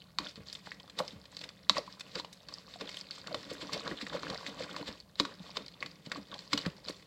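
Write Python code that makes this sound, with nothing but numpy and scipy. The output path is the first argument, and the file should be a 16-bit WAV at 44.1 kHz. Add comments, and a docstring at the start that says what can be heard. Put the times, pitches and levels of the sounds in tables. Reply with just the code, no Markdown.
"""A masher works wet cooked potatoes in a deep non-stick pot, close up in a small kitchen with a quiet hum.
From the start the mash crackles as it tears (random ticks and pops); films snap and knocks ring the pot (pings).
From 0.2 s the masher presses, and at times peels stickily away; air spits and glugs (sines falling in pitch).
Fine sprays (shaped ticks) hiss from 0.5 s; the hardest knock falls at 1.7 s, the briskest stirring near 3.7 s."""
import sys
import numpy as np
from scipy import signal
from scipy.fft import rfft, irfft
from scipy.io import wavfile
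from scipy.ndimage import uniform_filter1d

SR = 44100
rng = np.random.default_rng(int(sys.argv[2]) if len(sys.argv) > 2 else 0)


def digitize_waveform(pressure):
    """Quantize a signal to 16-bit integers and store it at the path in sys.argv[1].

    Rows of a 2-D input are taken as channels; values are limited to [-1, 1].
    """
    field = np.atleast_2d(pressure).T
    bounded = np.clip(field, -1, 1)
    quanta = np.round(bounded * 32767).astype(np.int16)
    wavfile.write(sys.argv[1], SR, quanta)


N = 311346

# spectrum of tearing films of mash: hz, relative_db
CRACKLE_EQ = [(300, -16), (1000, -13), (1900, -5.5), (2700, -5.5), (3500, -1), (4500, 0), (5300, -8),
              (6300, -17.5), (7600, -14), (9500, -34), (15000, -36.5)]
# spectrum of squeezed, slopping mash: hz, relative_db
CHURN_EQ = [(60, -6), (150, -2), (300, -0.5), (480, 1), (640, -4.5), (800, -7.5), (1100, -6), (1500, -7),
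            (2100, -9.5), (3500, -8.5), (8000, -60.5)]


def undb(db):
    """Decibels to gain."""
    return 10 ** (np.asarray(db) / 20)


def unit(x):
    """Scale to rms 1."""
    return x / np.sqrt(np.mean(x ** 2) + 1e-18)


def seconds(length_s):
    """Time axis in seconds."""
    return np.arange(int(length_s * SR)) / SR


def add(out, start_s, x):
    """Mix x into out from start_s."""
    i = max(int(start_s * SR), 0)
    out[i:i + len(x)] += x[:max(N - i, 0)]


def colour(x, points, size=2048):
    """Minimum-phase filter of unit energy, shaped by (hz, db) points."""
    hz, db = np.transpose(points)
    grid_hz = np.maximum(np.fft.rfftfreq(size, 1 / SR), 1)
    log_gain = np.log(undb(np.interp(np.log(grid_hz), np.log(hz), db)))
    # fold the cepstrum to make the response causal
    cepstrum = irfft(log_gain)
    cepstrum[1:size // 2] *= 2
    cepstrum[size // 2 + 1:] = 0
    response = irfft(np.exp(rfft(cepstrum)))
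    return signal.fftconvolve(x, response / np.linalg.norm(response))[:len(x)]


def ticks(count, rate_hz, spread_db):
    """Tiny ruptures at random moments; a wider spread makes many faint and a few strong; rms 1."""
    size = undb(spread_db * np.minimum(rng.exponential(size=count), 4))
    hits = rng.random(count) < rate_hz / SR
    return unit(hits * size * rng.choice([-1, 1], count))


def pocket(t, first_hz, last_hz, glide_s, decay_s, rise_s):
    """A ringing pocket whose pitch slides from first_hz to last_hz; envelope peak 1."""
    hz = last_hz + (first_hz - last_hz) * np.exp(-t / glide_s)
    swell = (1 - np.exp(-t / rise_s)) ** 2 * np.exp(-t / decay_s)
    return swell / swell.max() * np.sin(2 * np.pi * np.cumsum(hz) / SR)


def room_hum():
    """Soft room noise, with a faint narrow-band drone near the lowest air mode of the pot."""
    # hum spectrum: hz, relative_db
    hum_eq = [(25, -48.5), (50, 8.5), (90, 4.5), (180, 8.5), (300, -9), (600, -4.5), (1100, -15),
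              (2500, -49), (4400, -45), (6500, -21), (10000, -24), (15500, -26)]
    hum_db, drone_hz, drone_db = -64.5, 188, -66.5
    drone_eq = [(60, -35), (130, -16), (drone_hz, 0), (240, -18), (600, -50)]
    drone = colour(rng.standard_normal(N), drone_eq, size=8192)
    hum = colour(rng.standard_normal(N), hum_eq, size=8192)
    return undb(hum_db) * hum + undb(drone_db) * drone


def strokes(rows, attack_s, release_s):
    """Gain of a series of strokes: each swells, holds for its length and dies away; powers add."""
    t = np.arange(N) / SR
    power = np.zeros(N)
    for start_s, length_s, level_db in rows:
        before = (start_s - t) / attack_s
        after = (t - start_s - length_s) / release_s
        power += undb(2 * level_db) * np.exp(-2 * np.clip(np.maximum(before, after), 0, 20))
    return np.sqrt(power)


def effort():
    """Gains of crackle and churn: peeling crackles, pressing mostly churns, stirring does both."""
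    # masher presses down and squeezes the mash: start_s, length_s, level_db
    press_rows = [(.2, 0.057, -46.5), (.67, .06, -63), (.98, 0.057, -49), (1.43, 0.029, -51),
                  (1.76, 0.017, -38), (2.05, 0.054, -57.5), (2.155, 0.019, -44), (2.485, 0.033, -56),
                  (2.805, 0.052, -48), (3.27, 0.057, -49.5), (3.46, 0.087, -54), (3.63, .06, -50.5),
                  (3.73, 0.055, -42), (3.85, 0.07, -42.5), (4.13, 0.035, -41), (4.23, .11, -42),
                  (4.44, 0.11, -50), (4.58, 0.068, -43.5), (4.7, 0.12, -47), (4.87, 0.052, -48),
                  (5.22, 0.1, -49), (5.44, 0.1, -57.5), (5.57, 0.047, -48.5), (5.81, 0.044, -49.5),
                  (6.12, 0.044, -48), (6.32, 0.0067, -46.5), (6.53, .08, -46.5), (6.65, 0.022, -45),
                  (6.875, 0.013, -44.5)]
    # masher lifts and the sticky mash peels off: start_s, length_s, level_db
    peel_rows = [(.23, 0.073, -50.5), (.47, .1, -54), (.64, 0.093, -57), (1.06, 0.046, -53),
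                 (1.32, 0.13, -55), (1.9, 0.037, -54.5), (2.07, 0.14, -57), (2.49, 0.12, -55),
                 (2.69, .06, -53.5), (2.88, 0.11, -50), (3.12, 0.067, -50.5), (3.36, 0.061, -52),
                 (3.99, 0.042, -66), (4.37, .12, -51), (4.93, 0.067, -57.5), (5.42, .08, -53.5),
                 (5.87, 0.046, -57.5), (6.36, 0.094, -53), (6.58, 0.055, -49.5), (6.84, 0.16, -57.5)]
    # briskness of movement between strokes: time_s, level_db
    stir_points = [(0, -63.5), (.13, -70), (.6, -62), (1.6, -63), (2.4, -62.5), (3.1, -57.5), (3.7, -50.5),
                   (4.85, -56.5), (5.08, -69), (5.35, -62), (6.0, -62), (6.5, -60.5), (7.06, -61.5)]
    press_crackle_db, stir_crackle_db = -9, -2  # relative to the gain of each one's churn
    stir = undb(np.interp(np.arange(N) / SR, *np.transpose(stir_points)))
    press = strokes(press_rows, attack_s=.012, release_s=0.022)
    peel = strokes(peel_rows, attack_s=0.0071, release_s=0.019)
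    crackle_parts = [peel, undb(press_crackle_db) * press, undb(stir_crackle_db) * stir]
    return np.linalg.norm(crackle_parts, axis=0), np.hypot(press, stir)


def pops(count, lo_hz, hi_hz, cycles, spread_db):
    """A stream of tiny wet pops, each a few cycles at its own rising pitch: many faint, a few strong; rms 1."""
    out, t = np.zeros(N), seconds(.006)
    pitches_hz = lo_hz * (hi_hz / lo_hz) ** np.linspace(0, 1, 20)
    shapes = []
    for hz in pitches_hz:
        shape = pocket(t, hz, hz * 1.272, glide_s=cycles / hz, decay_s=cycles / hz, rise_s=.5 / hz)
        shapes.append(np.sqrt(hz) * shape)
    for when, which, strength in rng.random((count, 3)):
        gain = undb(-spread_db * np.log(max(strength, 1 / 30)))
        add(out, when * N / SR, shapes[int(which * len(shapes))] * gain)
    return unit(out)


def tearing(crackle_gain, churn_gain):
    """Sticky mash pulls apart in a fine fizz and little pops, with duller slaps where it is squeezed."""
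    fizz = undb(-8.0) * ticks(N, rate_hz=9000, spread_db=9.0)
    crackle = undb(-7.5) * pops(count=2600, lo_hz=2900, hi_hz=12000, cycles=2.6, spread_db=7.0)
    slaps = undb(-14.5) * pops(count=1200, lo_hz=679, hi_hz=2500, cycles=1.58, spread_db=5.0)
    churn = undb(-9) * ticks(N, rate_hz=2300, spread_db=2.0)
    torn = colour(crackle_gain * (fizz + crackle), CRACKLE_EQ)
    squeezed = colour(churn_gain * (slaps + churn), CHURN_EQ)
    return torn + squeezed


def rustle(crackle_gain, churn_gain, smear_db=-9, scrape_db=-14):
    """The masher drags through the soft paste: a dense, smooth rustle under the crackle."""
    # rustle spectrum: hz, relative_db
    rustle_eq = [(500, -9.5), (1100, -9.5), (1900, -3.5), (3200, -4.5), (4500, 3), (5600, -5),
                 (7600, -11.5), (10000, -26), (15000, -31)]
    drag_gain = np.hypot(crackle_gain, undb(scrape_db) * churn_gain)
    smear = colour(drag_gain * ticks(N, rate_hz=22000, spread_db=0.0), rustle_eq)
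    return undb(smear_db) * smear


def stray_snaps(crackle_gain, count):
    """Fainter snaps at random moments, following the tearing around them up to a ceiling."""
    above_tearing_db, spread_db, ceiling_db = 13, 0.5, -54  # the ceiling limits the tearing level
    centre_hz, spread_octaves, splutter_db = 4540, 0.22, -7
    rows = []
    for when, strength, pitch in rng.random((count, 3)):
        tearing_db = min(20 * np.log10(crackle_gain[int(when * N)]), ceiling_db)
        level_db = tearing_db + above_tearing_db + spread_db * (2 * strength - 1)
        pitch_hz = centre_hz * 2 ** (spread_octaves * (2 * pitch - 1))
        rows.append((when * N / SR, level_db, pitch_hz, splutter_db))
    return rows


def pings(rows, ring_s):
    """A bright falling ping of a few cycles, a hollow body that outlasts it, and a splutter of torn film."""
    notes, splutter, t = np.zeros(N), np.zeros(N), seconds(.04)
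    burst = (1 - np.exp(-t / 0.0017)) * np.exp(-t / 0.0029)
    body = pocket(t, 2030, 920, glide_s=0.00093, decay_s=0.0025, rise_s=0.00004)
    for start_s, level_db, hz, body_db, splutter_db in rows:
        ping = pocket(t, hz * 1.072, hz * 0.962, glide_s=0.00069, decay_s=ring_s, rise_s=0.00011)
        overtone = pocket(t, hz * 2.0, hz * 1.71, glide_s=0.00064, decay_s=0.00034, rise_s=0.00026)
        note = ping + undb(-23.5) * overtone + undb(body_db - 14.0) * body
        add(notes, start_s, undb(level_db - 1.0) * note)
        torn = burst * ticks(len(t), rate_hz=15000, spread_db=2.5)
        add(splutter, start_s, undb(level_db + splutter_db + 5.5) * torn)
    return notes + colour(splutter, CRACKLE_EQ)


def knocks_and_snaps(crackle_gain, snap_body_db=-19):
    """Knocks share one pitch and mostly sound hollow; snaps have their own pitch and little body."""
    # bursts of thin films of mash: start_s, level_db, pitch_hz, splutter_db
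    snap_rows = [(.0192, -40, 3000, -15), (.294, -38, 5170, -19), (.3576, -36.5, 4250, -11),
                 (.4993, -35.5, 4020, -11), (.5278, -30, 4840, -13), (.5514, -31.5, 3640, -6.5),
                 (.6714, -37, 1610, -17), (.7177, -28.5, 1870, -14), (.7995, -38, 3270, -8.5),
                 (1.0792, -30, 5050, -11.5), (1.255, -44, 3730, -3.5), (1.3677, -27.5, 4320, -9),
                 (1.392, -33, 4550, -19), (1.4127, -40.5, 4470, 2.5), (1.49, -38, 4700, -2.5),
                 (1.4379, -41, 4700, 4.5), (1.7647, -33, 1980, -12), (1.7816, -21, 4860, -22),
                 (1.9962, -40, 4760, -4), (2.0075, -33.5, 4400, -0.5), (2.155, -27.5, 4540, -7),
                 (2.1984, -24.5, 4100, -15), (2.2467, -37.5, 2900, -4), (2.3283, -50.5, 4240, 3.5),
                 (2.4863, -33, 4530, -10), (2.5395, -27.5, 4930, -35), (2.7382, -36.5, 3800, -7),
                 (2.8911, -35, 3100, 0), (2.9433, -35, 3900, -5), (2.9709, -28, 3270, -14),
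                 (3.0116, -29.5, 4680, -13), (3.1093, -27, 4570, -13.5), (3.2708, -36.5, 3540, 1),
                 (3.7321, -24.5, 4780, -5.5), (4.0127, -30, 1900, -10), (4.0666, -30.5, 1880, -8),
                 (4.4642, -29, 1980, -5.5), (5.002, -35.5, 4550, -18), (5.156, -38, 4030, -14.5),
                 (5.663, -37, 4700, -10), (5.682, -33, 4330, -13), (5.8266, -21.5, 2140, -17),
                 (5.8606, -38, 4340, 1.5), (6.0617, -42.5, 3040, -1), (6.1168, -25, 1700, -5),
                 (6.341, -31.5, 3440, -8), (6.3911, -31, 4260, -14), (6.5759, -23, 4170, 0),
                 (6.6606, -27, 1650, -6), (6.8845, -25.5, 4430, -12)]
    # masher knocks on the pot through the mash: start_s, level_db, body_db, splutter_db
    knock_rows = [(0.1862, -14.5, 4, -14.5), (0.898, -40, 4, -1.5), (0.9882, -21.5, -16, -5.5),
                  (1.696, -3.5, -0.5, -17.5), (2.81, -38, 14, 3), (3.3447, -27.5, 11.5, -4.5),
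                  (3.7417, -27.5, -10, -7), (3.8779, -24, 3.5, -29), (4.2324, -30, 12.5, -22),
                  (4.3006, -24, 2.5, -13), (4.346, -28.5, 3, -15), (4.7637, -29, 12.5, -6),
                  (5.1989, -8.5, 1, -14), (5.2511, -28.5, 13, -6.5), (5.5693, -22, 5, -6.5),
                  (6.531, -21, 10, 2.5)]
    knock_hz = 3970
    knocks = [(start_s, level_db, knock_hz, body_db, splutter_db)
              for start_s, level_db, body_db, splutter_db in knock_rows]
    films = [(start_s, level_db, hz, snap_body_db, splutter_db)
             for start_s, level_db, hz, splutter_db in list(snap_rows) + stray_snaps(crackle_gain, count=60)]
    return pings(knocks, ring_s=0.00057) + pings(films, ring_s=0.001)


def glugs():
    """Air spits through a narrowing film of mash; the pocket opens, its note drops and the mash slops back."""
    # air pockets opening: start_s, level_db, first_hz, decay_s, spit_db
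    glug_rows = [(0.201, -34.5, 344, 0.006, -56), (0.377, -42.5, 274, 0.017, -53.5),
                 (0.403, -40.5, 132, .018, -81), (0.673, -36, 840, 0.0025, -49),
                 (.994, -30.5, 952, 0.019, -52), (1.0025, -15, 1080, 0.00093, -47),
                 (1.004, -27.5, 580, .005, -54), (1.132, -44, 248, 0.0081, -54),
                 (1.158, -45.5, 117.6, 0.035, -66), (1.705, -33, 270, 0.0089, -68),
                 (1.768, -31, 1085, 0.009, -64), (1.781, -28.5, 687, 0.012, -37),
                 (1.877, -37.5, 1123, .006, -52.5), (2.161, -38.5, 563, 0.019, -47),
                 (2.198, -28.5, 1010, 0.0035, -41), (2.246, -34, 970, 0.0027, -70),
                 (2.758, -36, 750, 0.0032, -61), (2.818, -33.5, 490, 0.0078, -45),
                 (3.31, -38, 753, 0.027, -66), (3.344, -31, 728, 0.012, -78), (3.37, -46, 160, 0.018, -68),
                 (3.513, -35.5, 512, 0.02, -44), (3.628, -39, 401, 0.02, -39.5),
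                 (3.743, -43, 604, 0.034, -38), (3.766, -36, 688, 0.011, -50),
                 (3.914, -34.5, 417, 0.02, -46.5), (4.027, -38.5, 302, 0.014, -40),
                 (4.145, -27.5, 678, 0.011, -47), (4.166, -38, 500, 0.013, -47),
                 (4.235, -47, 757, 0.015, -52), (4.309, -33, 250, 0.004, -55),
                 (4.326, -35, 967, 0.011, -62), (4.484, -38, 292, .012, -42),
                 (4.604, -34.5, 607, 0.0099, -46), (4.633, -46, 573, 0.014, -46.5),
                 (4.71, -43, 446, 0.018, -48), (4.792, -41, 701, 0.017, -46),
                 (4.812, -30.5, 350, 0.0066, -63), (4.889, -34.5, 276, 0.0084, -38.5),
                 (5.201, -24, 429, 0.0115, -45), (5.4, -45, 240, .017, -76),
                 (5.571, -40.5, 513, 0.024, -44), (6.071, -39, 280, 0.009, -52),
                 (6.175, -35, 350, 0.017, -50), (6.535, -28, 352, 0.019, -41),
                 (6.665, -25.5, 222, .011, -66), (6.898, -22.5, 378, 0.002, -46)]
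    fall_share, open_s = .5, .01  # share of pitch lost when fully open; time scale of opening
    flutter_depth = .5
    lead_s, early_s, spit_s = .04, .008, .010
    notes, swell, collapse, t = np.zeros(N), np.zeros(N), np.zeros(N), seconds(.15)
    for start_s, level_db, first_hz, decay_s, spit_db in glug_rows:
        # longer glugs open wider and fall further
        openness = 1 - np.exp(-(decay_s / open_s) ** 2)
        last_hz = first_hz * (1 - fall_share * openness)
        note = pocket(t, first_hz, last_hz, glide_s=0.788 * decay_s, decay_s=decay_s, rise_s=0.00033)
        # the soft walls flap
        flutter = unit(uniform_filter1d(rng.standard_normal(len(t)), size=90))
        add(notes, start_s, undb(level_db - 7.5) * note * (1 + flutter_depth * flutter))
        slop_shape = (1 - np.exp(-t / 0.0002)) * np.exp(-t / (0.72 * decay_s))
        add(collapse, start_s, undb(level_db - 15.5) * slop_shape)
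        # the spit peaks early_s before the pocket opens
        spit_shape = np.exp(-np.abs(t - lead_s) / spit_s)
        add(swell, start_s - lead_s - early_s, undb(spit_db) * spit_shape)
    spit = colour(swell * ticks(N, rate_hz=5000, spread_db=0), CRACKLE_EQ)
    slop = colour(collapse * ticks(N, rate_hz=5000, spread_db=2.0), CHURN_EQ)
    return notes + undb(-1) * spit + slop


def sprays(decay_s=0.0077):
    """Droplets flung from wet bursts: a brief, high hiss."""
    # fine sprays of droplets: start_s, level_db
    spray_rows = [(.528, -47), (0.985, -40), (1.439, -54), (1.995, -48.5), (2.328, -52), (2.968, -50),
                  (3.529, -43), (3.731, -43), (6.893, -47)]
    # spray spectrum: hz, relative_db
    spray_eq = [(2000, -32), (5000, 11), (7600, 2), (10000, -3), (15000, -15)]
    t, swell = seconds(.05), np.zeros(N)
    for start_s, level_db in spray_rows:
        add(swell, start_s, undb(level_db) * np.exp(-t / decay_s))
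    return colour(swell * ticks(N, rate_hz=19000, spread_db=17.0), spray_eq)


def pot_and_kitchen(x):
    """The pot rings in its modes, its wall throws quick echoes, and the kitchen adds a short tail."""
    # air in the pot and its wall: mode_hz, resonance_over_direct_db, t60_s
    pot_modes = [(181, 10.5, 0.049), (285.4, 8, 0.086), (453, 5, 0.085), (591, 4, 0.018), (1019, 0, 0.049),
                 (1125, 2, 0.07), (1270, -30.5, 0.22), (1920, -6, 0.027)]
    # spectrum of the reflections: hz, relative_db
    reflection_eq = [(100, -19.5), (400, 5.5), (1100, 0), (2500, -1), (4200, -3.5), (8000, 0), (15000, 1.5)]
    t = seconds(.6)
    response = np.zeros(len(t))
    response[0] = 1  # direct sound
    for hz, level_db, t60_s in pot_modes:
        damping = np.log(1000) / t60_s
        ring = np.exp(-damping * t) * np.cos(2 * np.pi * hz * t)
        response += undb(level_db) * 2 * damping / SR * ring
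    # pot wall, then kitchen
    for delay_s, t60_s, level_db in [(.0015, .04, -9), (.005, .36, -12)]:
        noise = colour(rng.standard_normal(len(t)), reflection_eq)
        echoes = noise * (t > delay_s) * np.exp(-np.log(1000) * t / t60_s)
        response += undb(level_db) * echoes / np.linalg.norm(echoes)
    return signal.fftconvolve(x, response)[:N]


def scene():
    """All the mash sounds come from inside the pot; the hum is added outside it."""
    crackle_gain, churn_gain = effort()
    mash = knocks_and_snaps(crackle_gain) + sprays() + glugs()
    mash += tearing(crackle_gain, churn_gain) + rustle(crackle_gain, churn_gain)
    return (pot_and_kitchen(mash) + room_hum())[None]


def record(dry):
    """The recorder thins the deepest bass and cuts the top."""
    top_hz = 15850
    thin = signal.sosfilt(signal.butter(2, 40, "high", fs=SR, output="sos"), dry)
    return signal.sosfilt(signal.ellip(10, .2, 70, top_hz, fs=SR, output="sos"), thin)


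dry = scene()
out = record(dry)
digitize_waveform(out)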